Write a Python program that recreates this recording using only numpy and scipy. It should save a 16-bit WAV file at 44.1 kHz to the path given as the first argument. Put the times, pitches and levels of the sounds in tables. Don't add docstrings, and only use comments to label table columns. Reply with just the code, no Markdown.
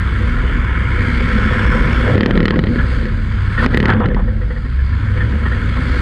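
import sys
import numpy as np
from scipy import signal
from scipy.io import wavfile
from scipy.ndimage import uniform_filter1d

SR = 44100
rng = np.random.default_rng(int(sys.argv[2]) if len(sys.argv) > 2 else 0)


def elevation(decibels):
    levels = np.asarray(decibels, float)
    return 10 ** (levels / 20)


def wav_record(signal):
    frames = np.transpose(np.atleast_2d(signal))
    bounded = np.clip(frames, -1, 1)
    quanta = np.round(bounded * 32767).astype(np.int16)
    wavfile.write(sys.argv[1], SR, quanta)


N = 265041


def evened(x):
    return x / np.sqrt(np.mean(x ** 2) + 1e-20)


def curves(rows):
    s, *columns = np.transpose(rows)
    return [np.interp(np.arange(N) / SR, s, column) for column in columns]


def add(mix, s, sound):
    part = mix[round(s * SR):][:len(sound)]
    part += sound[:len(part)]


def drift(hz):
    return evened(signal.lfilter(*signal.butter(2, hz, fs=SR), rng.standard_normal(N)))


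def resonate(x, hz, width):
    turn = np.exp(2j * np.pi * np.cumsum(hz * np.ones(len(x))) / SR)
    r = np.exp(-np.pi * width / SR)
    return 2 * (turn * signal.lfilter([1 - r], [1, -r], x / turn)).real


def resonate_twice(x, hz, width):
    return evened(resonate(resonate(x, hz, width), hz, width))


def ringing(hz, width):
    return resonate_twice(rng.standard_normal(N), hz, width)


def coloured(points, patchy_db):
    frames, hz = N // 256 + 5, np.fft.rfftfreq(1024, 1 / SR)
    a, b, patches = rng.standard_normal((frames, 513, 3)).T
    patches = uniform_filter1d(patches, size=5, axis=0)
    patches = evened(uniform_filter1d(patches, size=12, axis=1))
    f, db = np.transpose(points)
    colour_db = np.interp(np.log(hz + 1), np.log(f), db)[:, None]
    z = (a + 1j * b) * elevation(colour_db + patchy_db * patches)
    return evened(signal.istft(z, nperseg=1024, noverlap=768)[1][:N])


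def dipped():
    hold_s, quiet_db, range_db = 0.09, -24, 29
    now, out = np.arange(N) / SR, np.zeros(N)
    for s, db in RUT_KNOCKS + CRASH_KNOCKS:
        depth = np.clip((db - quiet_db) / range_db, 0, 1)
        out = np.maximum(out, depth * (now > s) * np.exp(-(abs(now - s) / hold_s) ** 2))
    return uniform_filter1d(out, size=300)


# start_s, roar_db, rasp_db
EXHAUST_LEVELS = [(0.0, -25.5, -0.5), (.35, -25, 1), (.74, -25, -4), (1.12, -22.5, 2.6), (1.67, -19, -2),
                  (2.08, -21, 1.3), (2.37, -23.5, -2), (2.61, -31, 6), (2.91, -26, 5.5), (3.21, -32, 4.1),
                  (3.53, -26.5, 3.5), (3.81, -25, 4.5), (4.01, -33, -5.5), (4.26, -38, 3.5),
                  (4.61, -37, 6.5), (5.01, -31, 3.2), (5.61, -27, 2), (6.01, -23.5, 5.5)]
# pitch_hz, density_db (dB per Hz)
ROAR_COLOUR = [(400, -8), (560, -21.5), (780, -22.5), (1050, -6), (1180, -14), (1300, -3), (1500, -3.5),
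               (1750, -4), (2000, -10), (2230, -14), (2600, -20), (3421, -17.5), (3621, -25.5), (4601, -67)]
# pitch_hz, density_db (dB per Hz)
HISS_COLOUR = [(3001, 1.5), (3701, 4.6), (4301, 7), (4801, 5.5), (5301, -6.5), (5801, -34.5)]
# pitch_hz, density_db (dB per Hz)
AIR_COLOUR = [(4801, -18.5), (5601, -1.7), (7001, .6), (7501, -4.5), (8051, 2), (8701, -4.6), (9701, -5.5),
              (10301, -18.6), (11201, -14.5), (12501, -23.5), (14001, -32), (16001, -49)]


def exhaust(motion):
    throb = elevation(1.0 * evened(motion) + 0.88 * drift(100))
    (roar_db, rasp_db), dip = curves(EXHAUST_LEVELS), dipped()
    swell_s, swell_length_s, swell_db = 0.97, 0.31, 7.5
    swell = np.exp(-((np.arange(N) / SR - swell_s) / swell_length_s) ** 2)
    lid = elevation(swell_db * swell) * ringing(2187, 193)
    whistle_db = -52.0 + 3.2 * (roar_db + 20) - 12 * dip
    out = elevation(whistle_db) * evened(throb ** 2 * ringing(5260, 540))
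    # layer, level over the roar in dB, share of the rasp, loss in the dip after a knock in dB
    layers = [(coloured(ROAR_COLOUR, patchy_db=1.5), -0.94, -0.13, -3),
              (coloured(HISS_COLOUR, patchy_db=1.5), -21.6, 1.2, -5),
              (coloured(AIR_COLOUR, patchy_db=2.0), -32, 0.54, -12),
              (lid, -11.5, 0.032, -7)]
    for layer, leak_db, rasp_share, loss_db in layers:
        level_db = roar_db + leak_db + rasp_share * rasp_db + loss_db * dip
        out += elevation(level_db) * evened(throb * layer)
    return out


def chassis_mode(rows, rest_db, wobble, flutter_db):
    now, hz = np.arange(0, N, 32) / SR, curves(rows)[0]
    power = elevation(rest_db) ** 2
    for s, _, db, length in rows:
        power = power + elevation(db) ** 2 * np.exp(-(2.23 * (now - s) / length) ** 2)
    size = np.interp(np.arange(N) / SR, now, np.sqrt(2 * power))
    turns = np.cumsum(hz * (1 + wobble * drift(16))) / SR
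    return size * elevation(flutter_db * drift(22)) * np.sin(2 * np.pi * (turns + rng.random()))


# centre_s, pitch_hz, peak_db, length_s
SWAY_SWELLS = [(0.04, 40.58, -23.5, 0.037), (0.37, 39.69, -15, 0.16), (0.56, 39.8, -14.5, 0.099),
               (0.98, 37.75, -16, .07), (1.2, 38.32, -18.5, 0.11), (1.45, 38.62, -20, 0.26),
               (1.78, 38.64, -14.5, 0.18), (1.96, 39.03, -19.5, 0.14), (2.39, 39.92, -12, .14),
               (2.8, 40.04, -18.5, .08), (3.0, 39.46, -16, 0.073), (3.18, 38.84, -18.5, 0.23),
               (3.73, 38.07, -16, 0.3), (4.2, 39.95, -15, .2), (4.38, 42, -15, 0.051),
               (4.6, 42.53, -23, 0.092), (4.85, 42.58, -26.5, .15), (5.62, 43.3, -22.5, 0.12),
               (5.95, 40.04, -23.5, .2)]
# centre_s, pitch_hz, peak_db, length_s
FRAME_SWELLS = [(0.1, 60.4, -14.5, 0.16), (0.26, 61.26, -17.5, 0.092), (0.46, 61.61, -17.5, 0.088),
                (0.76, 62.59, -16.5, 0.33), (1.15, 66.65, -17, .1), (1.3, 59.73, -17.5, 0.32),
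                (1.49, 65.17, -20, 0.048), (1.68, 58.23, -9.5, 0.058), (1.82, 55.52, -13.5, 0.066),
                (1.99, 58.86, -14.5, .14), (2.17, 72.35, -16, .08), (2.55, 59.8, -18.5, 0.091),
                (2.89, 61.68, -17, 0.23), (3.38, 62.93, -18, 0.2), (3.61, 67.4, -16, 0.039),
                (3.79, 71.84, -17, 0.2), (4.27, 54.39, -19, .16), (4.48, 56.54, -15, 0.092),
                (4.8, 66.25, -13, 0.16), (4.95, 69.1, -13.5, 0.073), (5.21, 61.56, -20.5, .15),
                (5.38, 71.3, -15.5, .14), (5.5, 63.42, -13.5, .12), (5.74, 60.3, -17.5, 0.19),
                (5.97, 65.5, -15, 0.2)]
# centre_s, pitch_hz, peak_db, length_s
PANEL_SWELLS = [(0.0, 88.2, -19, .15), (0.21, 93.8, -16.5, 0.18), (0.63, 97.8, -18, 0.12),
                (0.84, 102.6, -22.5, .18), (1.02, 98.8, -18, 0.11), (1.27, 99.8, -20, 0.089),
                (1.44, 103, -16.5, 0.055), (1.6, 100.8, -17.5, 0.12), (1.9, 94.8, -19, .1),
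                (2.07, 97, -16, 0.044), (2.18, 104, -13.5, 0.23), (2.44, 96.1, -20, 0.1),
                (2.66, 99.46, -20.5, .1), (2.85, 97.95, -19, .1), (3.22, 97, -23.5, 0.062),
                (3.43, 97, -18.5, 0.22), (3.65, 108.2, -20, 0.28), (3.98, 99.9, -16.5, 0.17),
                (4.37, 97, -23, 0.18), (4.94, 96, -17.5, 0.047), (5.03, 100.8, -18.5, 0.053),
                (5.13, 104.5, -15, .12), (5.26, 105.9, -14, 0.088), (5.47, 95.5, -19.5, .08),
                (5.62, 103.2, -20.5, 0.15), (5.82, 94.9, -23, 0.072)]


def chassis():
    sway = chassis_mode(SWAY_SWELLS, rest_db=-26.0, wobble=0.045, flutter_db=1.2)
    boom = chassis_mode(FRAME_SWELLS, rest_db=-24.5, wobble=0.045, flutter_db=1.2)
    panel = chassis_mode(PANEL_SWELLS, rest_db=-31.0, wobble=0.055, flutter_db=2.2)
    thud = elevation(-23.5) * ringing(82, 76)
    sub = elevation(-33.0) * ringing(27, 12)
    return sway + boom + panel + thud + sub


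# start_s, strength_db, pitch_hz (of the loudest mode)
BRACKET_SHAKE = [(0.0, -28, 185), (0.35, -22.5, 241), (0.8, -26.5, 228.5), (1.07, -22, 239.5),
                 (1.45, -19.5, 201.3), (1.85, -15.5, 225), (2.0, -18.5, 235), (2.09, -11, 235.4),
                 (2.39, -12, 224.7), (2.47, -15.5, 227.9), (2.95, -22, 230), (3.55, -34, 195.5),
                 (3.63, -13.5, 237.3), (4.15, -20.5, 201.8), (4.75, -36, 235), (5.2, -22, 205.4),
                 (5.65, -24.5, 224), (6.01, -21.5, 252)]
# pitch_hz, width_hz, level_db
LOW_MODES = [(129.8, 19.3, 0.5), (170.6, 14, -4), (194.2, 47, 1.5), (217.6, 11, -10)]
# pitch_hz, width_hz, level_db
UPPER_MODES = [(315, 154, 4), (407, 69, 0.5), (482, 31.5, 5.5)]


def bracket():
    out, (low_db, loud_hz) = np.zeros(N), curves(BRACKET_SHAKE)
    upper_db = -31.0 + 1.36 * (low_db + 21)
    low_modes = LOW_MODES + [(loud_hz, 14, 0.0)]
    for modes, level_db in ((low_modes, low_db), (UPPER_MODES, upper_db)):
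        jolts = rng.standard_normal(N) * elevation(3.6 * drift(50))
        ring = np.zeros(N)
        for hz, width, db in modes:
            once = resonate(jolts, hz, 1.59 * width)
            ring += elevation(db) * evened(resonate(once, hz, 1.53 * width))
        out += elevation(level_db - 0.93) * evened(ring)
    return out


# start_s, bite_s, release_s, peak_db, crunch_db
GRINDS = [
    (3.589, 0.058, 0.012, -18.5, -15.5),
    (3.829, .081, 0.09, -14.5, -2),
]


def grind(wide, crunch, sizzle):
    start_db, end_db = -12.5, -25.5
    grain, now, out = evened(elevation(2.3 * drift(160))), np.arange(N) / SR, np.zeros(N)
    for s, bite, release, db, crunch_db in GRINDS:
        end = s + bite + release
        touching = uniform_filter1d(1. * (now > s) * (now < end), size=200)
        push_db = db + np.interp(now, [s, s + bite, end], [start_db, 0, end_db])
        sizzle_db = -39.5 - 1.7 * crunch_db
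        scrape = wide + elevation(crunch_db) * crunch + elevation(sizzle_db) * sizzle
        out += touching * grain * elevation(push_db) * scrape
    return out


# start_s, peak_db, pitch_hz
PANEL_CLANKS = [(1.299, -14, 1610), (1.3588, -26, 1310), (1.7015, -20, 1440), (1.723, -14, 1410),
                (2.521, -14.5, 997), (2.784, -11, 1690), (3.575, -10.5, 1814), (3.584, -33, 1857),
                (3.6244, -15, 1050), (3.736, -12, 1910), (3.894, -13.5, 1160), (4.0027, -14.5, 1196),
                (4.0317, -14.5, 1360), (4.1, -23, 1768), (4.162, -23.5, 1016), (4.189, -26.5, 1030),
                (4.2759, -24, 1830), (4.4134, -25, 1898), (4.5017, -23.5, 1955), (4.56, -27, 1885),
                (4.648, -27, 1860), (4.785, -26, 1720), (4.924, -24.5, 1740), (5.058, -25.5, 1850),
                (5.1691, -17, 1837), (5.204, -15, 1815), (5.4532, -12, 1852), (5.51, -17.5, 1860),
                (5.7624, -18.5, 1060), (5.8123, -22, 1290)]


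def sheet_metal():
    t = np.arange(5000) / SR
    wide = signal.lfilter(*signal.butter(2, 3600, fs=SR), coloured(ROAR_COLOUR, patchy_db=2.0))
    crunch = evened(signal.lfilter(*signal.butter(4, 2000, fs=SR), ringing(894, 750)))
    sizzle = coloured(HISS_COLOUR, patchy_db=3.0) + elevation(-15.5) * coloured(AIR_COLOUR, patchy_db=7.0)
    sizzle = evened(sizzle)
    out = grind(wide, crunch, sizzle)
    shape = (1 - np.exp(-t / 0.003)) * np.exp(-(t / 0.028) ** 2)
    strut = (1 - np.exp(-t / 0.0014)) * np.exp(-(t / 0.03) ** 2) * np.sin(2 * np.pi * 494 * t)
    for s, db, hz in PANEL_CLANKS:
        wedged = 3.95 < s < 4.62
        crunch_db = -13 - 14.5 * np.log2(hz / 1000) + 14 * wedged
        sizzle_db = -44 - 0.4 * db - 18.0 * wedged
        rattle, dull, thin = (x[round(s * SR):][:len(t)] for x in (wide, crunch, sizzle))
        sound = 0.49 * rattle + 0.39 * resonate_twice(rattle, hz, 230)
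        sound = sound + elevation(crunch_db) * dull + elevation(sizzle_db) * thin
        struck = 0.79 * np.exp(-t / 0.011) * np.sin(2 * np.pi * hz * t)
        add(out, s, elevation(db - 2.5) * shape * (sound + struck))
        add(out, s, elevation(db - 10 + 14.0 * wedged - 8.0) * strut)
    return out


# pitch_hz, level_db, t60_s
CASE_MODES = [(1363, 17, .0054), (1844, 19, 0.0077), (2410, 7, .008), (3060, 1, 0.017), (4180, -1.5, 0.013),
              (4766, -1.5, 0.0096)]
# pitch_hz, level_db, t60_s, first_swing (1 up, -1 down)
MOUNT_THUMP = [(190, 0, .04, 1), (390, 0, .016, -1)]
# start_s, peak_db
RUT_KNOCKS = [(2.1544, -13), (2.1788, -8), (2.2072, -4), (2.2316, -6.5), (2.2596, -5), (2.3084, -9),
              (2.3326, -28), (2.3541, -16.5), (2.375, -7), (2.4033, -8), (2.4288, -12), (2.4548, -3.5),
              (2.4804, -6.5), (2.5064, -6.5), (2.5404, -19.5), (2.5587, -16), (2.5904, -9.5),
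              (2.638, -13.5), (2.6689, -16.5), (2.6879, -20.5), (2.758, -17), (3.03, -25.5), (3.0536, -20)]
# start_s, peak_db
CRASH_KNOCKS = [(3.6614, -5), (3.7448, -8.5), (3.7724, -3.5), (3.8014, -4), (3.8272, -9), (3.8554, -6),
                (3.8821, -12.5), (3.9015, -10.5), (3.9357, -15.5), (4.0006, -24), (4.0573, -13.5),
                (4.0855, -20.5), (4.1452, -18), (4.1669, -44), (4.5032, -31.5), (4.656, -46)]


def knocks():
    out, t = np.zeros(N), np.arange(3000) / SR
    rows, shake_db = RUT_KNOCKS + CRASH_KNOCKS, curves(BRACKET_SHAKE)[0]
    chance = 2 * rng.random((len(rows), 13)) - 1
    blunt, duller = signal.butter(3, 4500, fs=SR), signal.butter(2, 2600, fs=SR)
    gritty = signal.butter(2, [5600, 11500], "band", fs=SR)
    thump = np.zeros(len(t))
    for hz, level_db, t60, way in MOUNT_THUMP:
        thump += way * elevation(level_db - 60 * t / t60) * np.sin(2 * np.pi * hz * t)
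    thump *= 1 - np.exp(-t / 0.0007)
    for (s, heard_db), r in zip(rows, chance):
        db = 1.15 * heard_db + 5.0
        thump_db = -5 + 0.44 * heard_db + 0.54 * (shake_db[round(s * SR)] + 8)
        edge_db = -42.5 + 0.4 * (heard_db + 8.5) - 7 * r[12]
        edge_db += 7.5 * (s > 3.7)
        ring = np.zeros(len(t))
        for (hz, level_db, t60), shift, more_db in zip(CASE_MODES, 1 + 0.04 * r[6:12], 3 * r[:6]):
            ring += elevation(level_db + more_db - 60 * t / t60) * np.sin(2 * np.pi * hz * shift * t)
        ring = signal.lfilter(*blunt, ring * (1 - np.exp(-(t / 0.0006) ** 2)))
        ring /= abs(ring).max()
        grit = evened(signal.lfilter(*gritty, rng.standard_normal(len(t))))
        grit = elevation(edge_db - 60 * t / 0.013) * grit * (1 - np.exp(-t / 0.0008))
        bounce = signal.lfilter(*duller, ring) + 0.35 * grit
        add(out, s + 0.0004, elevation(db) * (ring + grit))
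        add(out, s + 0.005, elevation(db - 7.5) * bounce)
        add(out, s + 0.0006, elevation(thump_db + 12) * thump)
    return out


def scene():
    shell = chassis()
    return (exhaust(shell) + shell + bracket() + sheet_metal() + knocks())[None]


def top_cut(x):
    return signal.sosfilt(signal.butter(12, 15660, fs=SR, output="sos"), x)


def record(dry):
    peak_db = 20 * np.log10(abs(dry[0]) + 1e-6)
    fall_db = np.arange(N) * 170.0 / SR
    over_db = np.maximum(np.maximum.accumulate(peak_db + fall_db) - fall_db + 3.0, 0)
    late_db = signal.lfilter(*signal.butter(2, 300, fs=SR), over_db)
    held = np.tanh(dry / elevation(0.67 * late_db))
    mix = signal.sosfilt(signal.butter(8, 15100, fs=SR, output="sos"), held)
    return top_cut(mix)


dry = scene()
out = record(dry)
wav_record(out)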